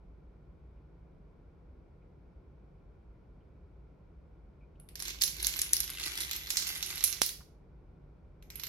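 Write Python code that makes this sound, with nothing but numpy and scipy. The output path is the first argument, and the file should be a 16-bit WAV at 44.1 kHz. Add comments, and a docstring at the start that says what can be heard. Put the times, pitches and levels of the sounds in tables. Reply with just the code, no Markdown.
"""A low room hum and a few faint taps, then a row of small dominoes topples on a table near a stereo
microphone. Each tile clacks against the next, rings briefly in the high treble and knocks on the table
top, which booms softly; the fallen ones chatter as they settle. The run stops on one hard slap, and
a second row starts at the end."""
import sys
import numpy as np
from scipy import signal
from scipy.fft import rfft, irfft, next_fast_len
from scipy.io import wavfile

SR = 44100
rng = np.random.default_rng(int(sys.argv[2]) if len(sys.argv) > 2 else 0)


def waveform_to_disk(signal):
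    """Save audio, clipped to [-1, 1], as 16-bit WAV at the path in sys.argv[1]."""
    frames = np.transpose(np.atleast_2d(signal))
    scaled = np.clip(frames, -1, 1) * 32767
    samples = np.round(scaled).astype(np.int16)
    wavfile.write(sys.argv[1], SR, samples)


N = 382788
TIME_S = np.arange(N) / SR
CONTACT_S = TIME_S[:640]
HARD_DB = -33  # threshold of a hard blow

# Distinct blows: start_s, clack_db, ring_db, ring_hz, left_minus_right_db
BLOWS = [(4.799, -72, -51, 10900, 2), (4.888, -54, -49.5, 11000, 5.5), (4.9551, -37.5, -42, 11930, -1.5),
         (4.993, -50, -44.5, 12000, -0.5), (5.001, -33.5, -37, 11340, 0), (5.023, -31, -35.5, 10500, 3.5),
         (5.0534, -34, -45, 12300, 2), (5.074, -38.5, -42, 12300, 1), (5.0818, -29.5, -42.5, 11500, 2.5),
         (5.102, -35, -46, 12400, 2.5), (5.212, -29, -40.5, 10100, 4), (5.2167, -22.5, -40, 10300, -1.5),
         (5.2203, -18, -25.5, 12200, 2), (5.2363, -19.5, -20.5, 10250, 1), (5.277, -33, -34, 12500, -2.5),
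         (5.4026, -34, -51.5, 11500, 6.5), (5.4276, -34, -29, 11040, 5), (5.4465, -28, -43.5, 11700, -13),
         (5.4687, -20, -23.5, 11040, 3), (5.5394, -33, -52, 11900, 15.5), (5.5663, -38.5, -33, 11700, -1.5),
         (5.591, -27, -29, 10800, 4), (5.595, -29, -34, 11500, 2), (5.617, -20.5, -22, 10350, 5.5),
         (5.733, -14.5, -16.5, 10750, 9), (5.767, -26, -32, 11900, -3.5), (5.8038, -24.5, -23.5, 11500, -2),
         (5.8323, -34, -42.5, 11500, -1), (5.841, -39, -34, 11600, 1.5), (5.877, -36, -40, 11500, 4),
         (5.9016, -36, -33, 11040, 6), (5.951, -50, -50, 11700, 7), (5.9838, -43, -55, 11000, 12),
         (6.009, -34.5, -52, 10400, 6), (6.037, -34, -46, 10700, -9), (6.0603, -33, -35.5, 10600, -4),
         (6.1184, -40, -52, 11000, 19), (6.173, -39, -48, 12300, 14), (6.2046, -33, -34, 10500, -2.5),
         (6.21, -35, -41, 10300, 1), (6.2934, -38.5, -45, 12200, 7), (6.312, -28.5, -34.5, 12400, 3.5),
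         (6.332, -33, -40, 12600, 0.5), (6.362, -37, -33.5, 11900, 3), (6.47, -38.5, -53, 12000, 5),
         (6.5039, -25, -29.5, 11540, 0.5), (6.57, -19, -57, 12000, 2), (6.6227, -31, -49, 12500, -1.5),
         (6.669, -33, -37, 12200, 0.5), (6.6748, -37, -35, 11000, -2.5),
         (6.7504, -40.5, -41.5, 11200, -0.5), (6.7742, -42.5, -38.5, 11000, -1),
         (6.827, -26, -40.5, 11300, -0.5), (6.8617, -43, -36, 10600, -1), (6.891, -44, -43.5, 10700, 0.5),
         (6.903, -33, -44.5, 11500, 2), (6.956, -38.5, -36, 11400, 1), (6.979, -33.5, -40, 11400, -1),
         (7.007, -33.5, -42, 11600, 0.5), (7.0396, -21, -17.5, 10400, -2.5), (7.046, -33, -30, 10500, -1),
         (7.077, -34, -32.5, 10600, 1), (7.127, -28, -44, 12100, -3), (7.2169, -31.5, -27.5, 10740, -9),
         (7.219, -17, -32.5, 10740, 4.5), (7.233, -32, -30.5, 10500, -1.5),
         (7.2624, -35.5, -25.5, 13300, 1.5), (7.291, -34, -36.5, 10300, 4.5), (8.425, -59, -57, 11600, 3),
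         (8.5024, -42, -46, 11900, 4.5), (8.556, -49.5, -38.5, 11550, -5), (8.597, -38.5, -42, 11600, -0.5),
         (8.635, -33, -34, 12200, 1), (8.668, -39, -41, 12500, 1)]

def knocks(graze_db=-18):
    """Tile strikes tile: an edge grazes before a hard blow; a soft tap has a longer scrape."""
    out = np.zeros((2, N))
    for start_s, clack_db, ring_db, ring_hz, pan_db in BLOWS:
        tile = table_knock_db(clack_db), clack_db, ring_db, ring_hz
        if max(clack_db, ring_db) > HARD_DB:
            graze_s = start_s - rng.uniform(.003, .008)
            place(out, graze_s, undb(graze_db) * contact(*tile, scrape=2.5, scrape_s=.002), pan_db)
            place(out, start_s, contact(*tile, scrape=.82, scrape_s=.000242), pan_db)
        else:
            place(out, start_s, contact(*tile, scrape=.74, scrape_s=.0014), pan_db)
    return out


def table_knock_db(clack_db):
    """The table's answer grows more slowly than the clack and levels off, so light contacts are duller."""
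    return -24 + .59 * min(clack_db, -25)


# Modes of table top, edge crack and tile clack: pitch_hz, t60_s, level_db
TABLE_TOP = [(332.5, 0.082, -24.5), (662, 0.0031, -18), (1060, 0.0041, -10), (1600, 0.0048, -2),
             (2155, 0.013, 1), (2567, 0.0078, 1), (3520, 0.0046, 6.5)]
EDGE_CRACK = [(6940, 0.00034, 8.5), (9400, 0.00079, 0.5), (14500, 0.0012, 2)]
TILE_CLACK = [(3930, 0.0014, -4), (4325, 0.005, 1.5), (5390, 0.004, 4), (6210, 0.0028, 6),
              (6846, 0.0042, -3.5)]
# Modes of the tile's own ring: pitch_ratio, t60_s, level_db
TILE_RING = [(.81, 0.0079, -9), (.9, 0.0067, -8.5), (1, 0.0073, 1.5), (1.05, .005, -6.5),
             (1.16, 0.0034, -1)]

def contact(table_db, clack_db, ring_db, ring_hz, scrape, scrape_s, rebound_db=-15, diffuse=False):
    """A blow within a scrape of the edges, then a small rebound, drives the tile and table modes."""
    force = scrape * unit(rng.standard_normal(len(CONTACT_S)) * swell(CONTACT_S, scrape_s))
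    force[SR // 4000] += 1
    force[int(SR * rng.uniform(.002, .008))] += undb(rebound_db)
    crack_db = -3.5 + 1.23 * max(clack_db, ring_db)
    excess_db = max(clack_db - HARD_DB, 0)  # hard blows favour the upper clack modes
    table = undb(table_db) * vibrate(TABLE_TOP, force, diffuse)
    crack = undb(crack_db) * vibrate(EDGE_CRACK, force, diffuse)
    clack = undb(clack_db) * vibrate(TILE_CLACK, force, diffuse, rise_s=.00008, tilt_db_oct=excess_db)
    ring = undb(ring_db) * vibrate(TILE_RING, force, diffuse, ring_hz, detune=.0099, rise_s=.0003)
    return (table + crack + clack + ring) * np.sqrt(.004 * SR)  # unit energy to rms 1 over 4 ms


def vibrate(modes, force, diffuse, pitch=1, detune=.054, spread_db=2.5, rise_s=.00001, tilt_db_oct=0):
    """Driven, damped modes; each tile and direction favours other ones, while the room gets them all."""
    hz, t60_s, db = np.transpose(modes)[:, :, None]
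    db = db + tilt_db_oct * np.log2(hz / hz.mean())
    shift, weight, polarity = rng.standard_normal((3, len(modes), 1))
    tuned_hz = hz * pitch * (1 + detune * shift)
    waves = undb(db + spread_db * weight) * np.cos(2 * np.pi * tuned_hz * CONTACT_S)
    waves *= 1 - np.exp(-(CONTACT_S + 1 / SR) / rise_s)
    decay = np.exp(-np.log(1000) * CONTACT_S / t60_s)
    if diffuse:
        response = power_sum(waves * decay ** 1.86)  # modes reach the room broadened
    else:
        response = np.sum(np.sign(polarity) * waves * decay, axis=0)
    # a small body radiates little outside the range of its modes
    size = 2 * len(CONTACT_S)
    freq = (np.fft.rfftfreq(size, 1 / SR) + 1) / pitch
    radiation = 1 / np.sqrt((1 + (.7 * hz.min() / freq) ** 4) * (1 + (freq / (1.3 * hz.max())) ** 4))
    spectrum = rfft(response, size) * rfft(force, size) * radiation
    return unit(irfft(spectrum)[:len(CONTACT_S)])


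# Falling front passing the microphone: time_s, left_lag_ms, left_minus_right_db, room_send_db
FRONT = [(5.2, -0.21, -4, 1.5), (5.75, -0.14, -0.5, -3), (6.2, 0.23, 2.5, 4.5), (6.6, 0.16, 3, 5.5),
         (7.1, .03, -2.5, 2), (8.5, -0.068, 1.5, 3.5)]

def place(out, start_s, sound, pan_db):
    """Add a sound at its point along the row, by lag and level between the two sides."""
    lag_s = curve(FRONT, start_s)[0] / 1000
    for channel, side in zip(out, (.5, -.5)):
        first = int((start_s + side * lag_s) * SR)
        part = channel[first:first + len(sound)]
        part += undb(side * pan_db) * sound[:len(part)]


# Falling rows: start_s, stop_s
ROWS = [(4.96, 7.24), (8.5, 8.68)]
# Strength of the light contacts: time_s, level_db
SETTLE_LEVEL = [(5.09, -44.5), (5.15, -56), (5.33, -54.5), (5.45, -37), (5.66, -48.5), (5.84, -49),
                (5.93, -48.5), (6.04, -35.5), (6.11, -40.5), (6.22, -35), (6.28, -50), (6.35, -44.5),
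                (6.44, -47), (6.68, -37.5), (6.79, -44), (7.02, -43.5), (7.24, -57.5), (8.56, -63.5),
                (8.68, -55)]
# Ring of the settling tiles: time_s, ring_hz, ring_minus_clack_db
SETTLE_RING = [(5.1, 12200, -7), (5.55, 11860, -2.5), (5.9, 11500, -0.5), (6.05, 11030, -9),
               (6.22, 12100, -3), (6.68, 12050, -3), (6.87, 11550, -4.5), (7.1, 11550, -3),
               (8.6, 11960, 3.5)]

def chatter(gap_s=.005, build_s=.092, settle_s=.24, fall_db_per_s=150.5, tick_share=.2, tick_db=6):
    """Behind the front many tiles slide and settle at once; now and then one ticks cleanly."""
    scatter_db, ring_spread_hz, table_boost_db, gain_db = 2.5, 200, 4.5, -4
    out = np.zeros((2, N))
    for start_s, stop_s in ROWS:
        for slot_s in np.arange(start_s, stop_s + settle_s, gap_s):
            at_s = slot_s + gap_s * rng.random()
            clack_db = curve(SETTLE_LEVEL, at_s)[0]
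            ring_hz, ring_offset_db = curve(SETTLE_RING, at_s)
            strength, hardness, tuning, position = np.clip(rng.standard_normal(4), -2, 2)
            ring_db = clack_db + ring_offset_db + 2.5 * hardness
            ring_hz += ring_spread_hz * tuning
            tile = table_knock_db(clack_db) + table_boost_db, clack_db, ring_db, ring_hz
            if rng.random() < tick_share:
                sound = undb(tick_db) * contact(*tile, scrape=.52, scrape_s=.000298)
            else:
                sound = contact(*tile, scrape=.99, scrape_s=.0011)
            fade = min((at_s - start_s) / build_s, 1) * undb(-fall_db_per_s * max(at_s - stop_s, 0))
            pan_db = curve(FRONT, at_s)[1] + 2 * position
            place(out, at_s, fade * undb(scatter_db * strength) * sound, pan_db)
    return out * undb(gain_db)


def slap_pop(start_s=7.2176, gain_db=-3.5, rise_s=.00005):
    """A dull pop on the right side with the slap that ends the first row."""
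    pulse = butterworth(swell(TIME_S - start_s, rise_s), 1, 110, "high")
    return undb(gain_db) * pulse * np.array([[0], [1]])


def knocks_into_room():
    """The distinct blows as they leave in all directions, with a broader colour."""
    out = np.zeros((2, N))
    for start_s, clack_db, ring_db, ring_hz, pan_db in BLOWS:
        tile = table_knock_db(clack_db), clack_db, ring_db, ring_hz
        blow = contact(*tile, scrape=.32, scrape_s=.00011, diffuse=True)
        send_db = curve(FRONT, start_s)[2]
        place(out, start_s, undb(send_db) * blow, pan_db)
    return out


def room(x, early_db=-6, early_s=.0027, late_db=-4, t60_s=.37, treble_t60_s=.3, split_hz=7500):
    """Quick reflections off the table and other tiles, then the bright tail of a small room."""
    t = TIME_S[:SR // 2]
    near, far, air = rng.standard_normal((3, 2, len(t)))
    early = unit(near ** 3 * np.exp(-t / early_s) * (t > .0012))
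    low = butterworth(far, 2, split_hz, "low") * np.exp(-np.log(1000) * t / t60_s)
    high = butterworth(air, 2, split_hz, "high") * np.exp(-np.log(1000) * t / treble_t60_s)
    late = unit((low + high) * np.clip(t / .0029, 0, 1))
    return signal.oaconvolve(x, undb(early_db) * early + undb(late_db) * late, axes=1)[:, :N]


# Swells of the table top: peak_s, level_db
TABLE_BOOMS = [(5.2, -51), (5.41, -47.5), (5.8, -49), (8.54, -53.5)]

def table_boom(rise_s=.069, fall_s=.16):
    """The three lowest modes of the table top swell and fade under the falling weight."""
    shake = sum(undb(db) * np.exp(np.minimum((TIME_S - peak_s) / rise_s, (peak_s - TIME_S) / fall_s))
                for peak_s, db in TABLE_BOOMS)
    modes = resonance(hz=54, width_hz=9) + undb(-13) * resonance(150, 11) + undb(-19) * resonance(335, 70)
    return shake * modes


# Faint taps: start_s, pitch_hz, width_hz, level_db, rise_s
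FAINT_TAPS = [(0.77, 2570, 400, -84, .006), (2.019, 2300, 400, -78, .006), (3.139, 1990, 600, -81.5, .012),
              (3.404, 3000, 400, -81, 0.0049), (4.603, 2370, 160, -72, 0.014),
              (4.754, 2920, 900, -76.5, 0.0041), (7.404, 1140, 890, -60, 0.0051)]

def taps():
    """Tiny touches before and after the first run, each a brief band of noise."""
    return sum(undb(db) * swell(TIME_S - start_s, rise_s) * resonance(hz, width_hz)
               for start_s, hz, width_hz, db, rise_s in FAINT_TAPS)


# Room noise spectrum: frequency_hz, relative_db
RUMBLE_SPECTRUM = [(12, -42.5), (20, -22.5), (37, -7.5), (60, 1.5), (72, -9.5), (98, -11.5), (158, -13),
                   (255, -19), (388, -17.5), (590, -25.5), (780, -30), (1050, -31.5), (1200, -37.5),
                   (1420, -34), (1650, -43), (2000, -44.5), (2260, -41.5), (2750, -50), (5600, -58),
                   (6800, -65), (16000, -73)]
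# Ventilation drone: pitch_hz, width_hz, level_db
VENT_BANDS = [(53.54, 28, -60), (74.5, 29, -66), (146.8, 13, -67.5), (172.5, 12, -70), (2355, 160, -97.5)]

def room_tone(mid_db=-57.5, wide_hz=420):
    """Ventilation drones over a steady rumble, centred in the bass and diffuse higher up."""
    mid, side = colour(rng.standard_normal((2, N)), RUMBLE_SPECTRUM)
    side = .13 * side + .61 * butterworth(side, 1, wide_hz, "high")
    rumble = (mid + side * np.array([[1], [-1]])) / np.std(mid) * undb(mid_db)
    return rumble + sum(undb(db) * resonance(hz, width_hz) for hz, width_hz, db in VENT_BANDS)


def undb(db):
    """Decibels to gain."""
    return 10 ** (np.asarray(db) / 20)


def unit(x):
    """Scale to unit energy."""
    return x / np.sqrt(np.sum(x ** 2, axis=-1, keepdims=True))


def curve(rows, at_s):
    """A table's value columns, interpolated at one time."""
    times_s, *columns = np.transpose(rows)
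    return [np.interp(at_s, times_s, column) for column in columns]


def swell(t, rise_s):
    """A quick rise to 1 and a slower fall."""
    age = np.maximum(t, 0) / rise_s
    return age * np.exp(1 - age)


def butterworth(x, order, hz, kind):
    """Low-, high- or band-pass filter."""
    return signal.sosfilt(signal.butter(order, hz, kind, fs=SR, output="sos"), x)


def resonance(hz, width_hz):
    """A resonance stirred at random, rms 1."""
    band = butterworth(rng.standard_normal(N), 2, [hz - width_hz / 2, hz + width_hz / 2], "band")
    return band / np.sqrt(np.mean(band ** 2))


def colour(x, points):
    """Filter by (frequency_hz, gain_db) points."""
    hz, db = np.transpose(points)
    size = next_fast_len(N + 4096)
    bins_hz = np.maximum(np.fft.rfftfreq(size, 1 / SR), 1)
    gain = undb(np.interp(np.log(bins_hz), np.log(hz), db))
    return irfft(rfft(x, size) * gain, size)[..., :N]


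def power_sum(waves):
    """Modes summed by power, as over all directions, into one minimum-phase response."""
    power = np.sum(np.abs(np.fft.fft(waves)) ** 2, axis=0)
    return np.fft.ifft(np.exp(signal.hilbert(np.log(power) / 2).conj())).real


# Microphone response: frequency_hz, left_db, right_db
MIC_RESPONSE = [(1018, -1.5, -2), (2190, -2.5, -7), (3087, -0.5, -0.5), (4160, -8, -1), (5520, -14.5, -3.5),
                (6900, -13, -3), (7400, -8.5, 0.5), (8050, -3, -6.5), (8750, -7.5, 3), (10710, -2.5, -2),
                (12460, -11, 2), (13970, -7.5, -6.5), (16000, -10, -8.5)]

def microphone(x):
    """Each side of the microphone has its own colour."""
    response = np.array(MIC_RESPONSE)
    return np.array([colour(x[0], response[:, [0, 1]]), colour(x[1], response[:, [0, 2]])])


def scene():
    """Tiles and their reflections at the microphone, over the table's boom and the quiet room."""
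    settling = chatter()
    tiles = knocks() + room(knocks_into_room()) + settling + room(settling)
    return microphone(tiles) + slap_pop() + taps() + table_boom() + room_tone()


def record(dry):
    """Clip at full scale, then cut the top treble."""
    top_hz = 16000
    return signal.sosfilt(signal.ellip(8, .2, 70, top_hz, fs=SR, output="sos"), np.clip(dry, -1, 1))


dry = scene()
out = record(dry)
waveform_to_disk(out)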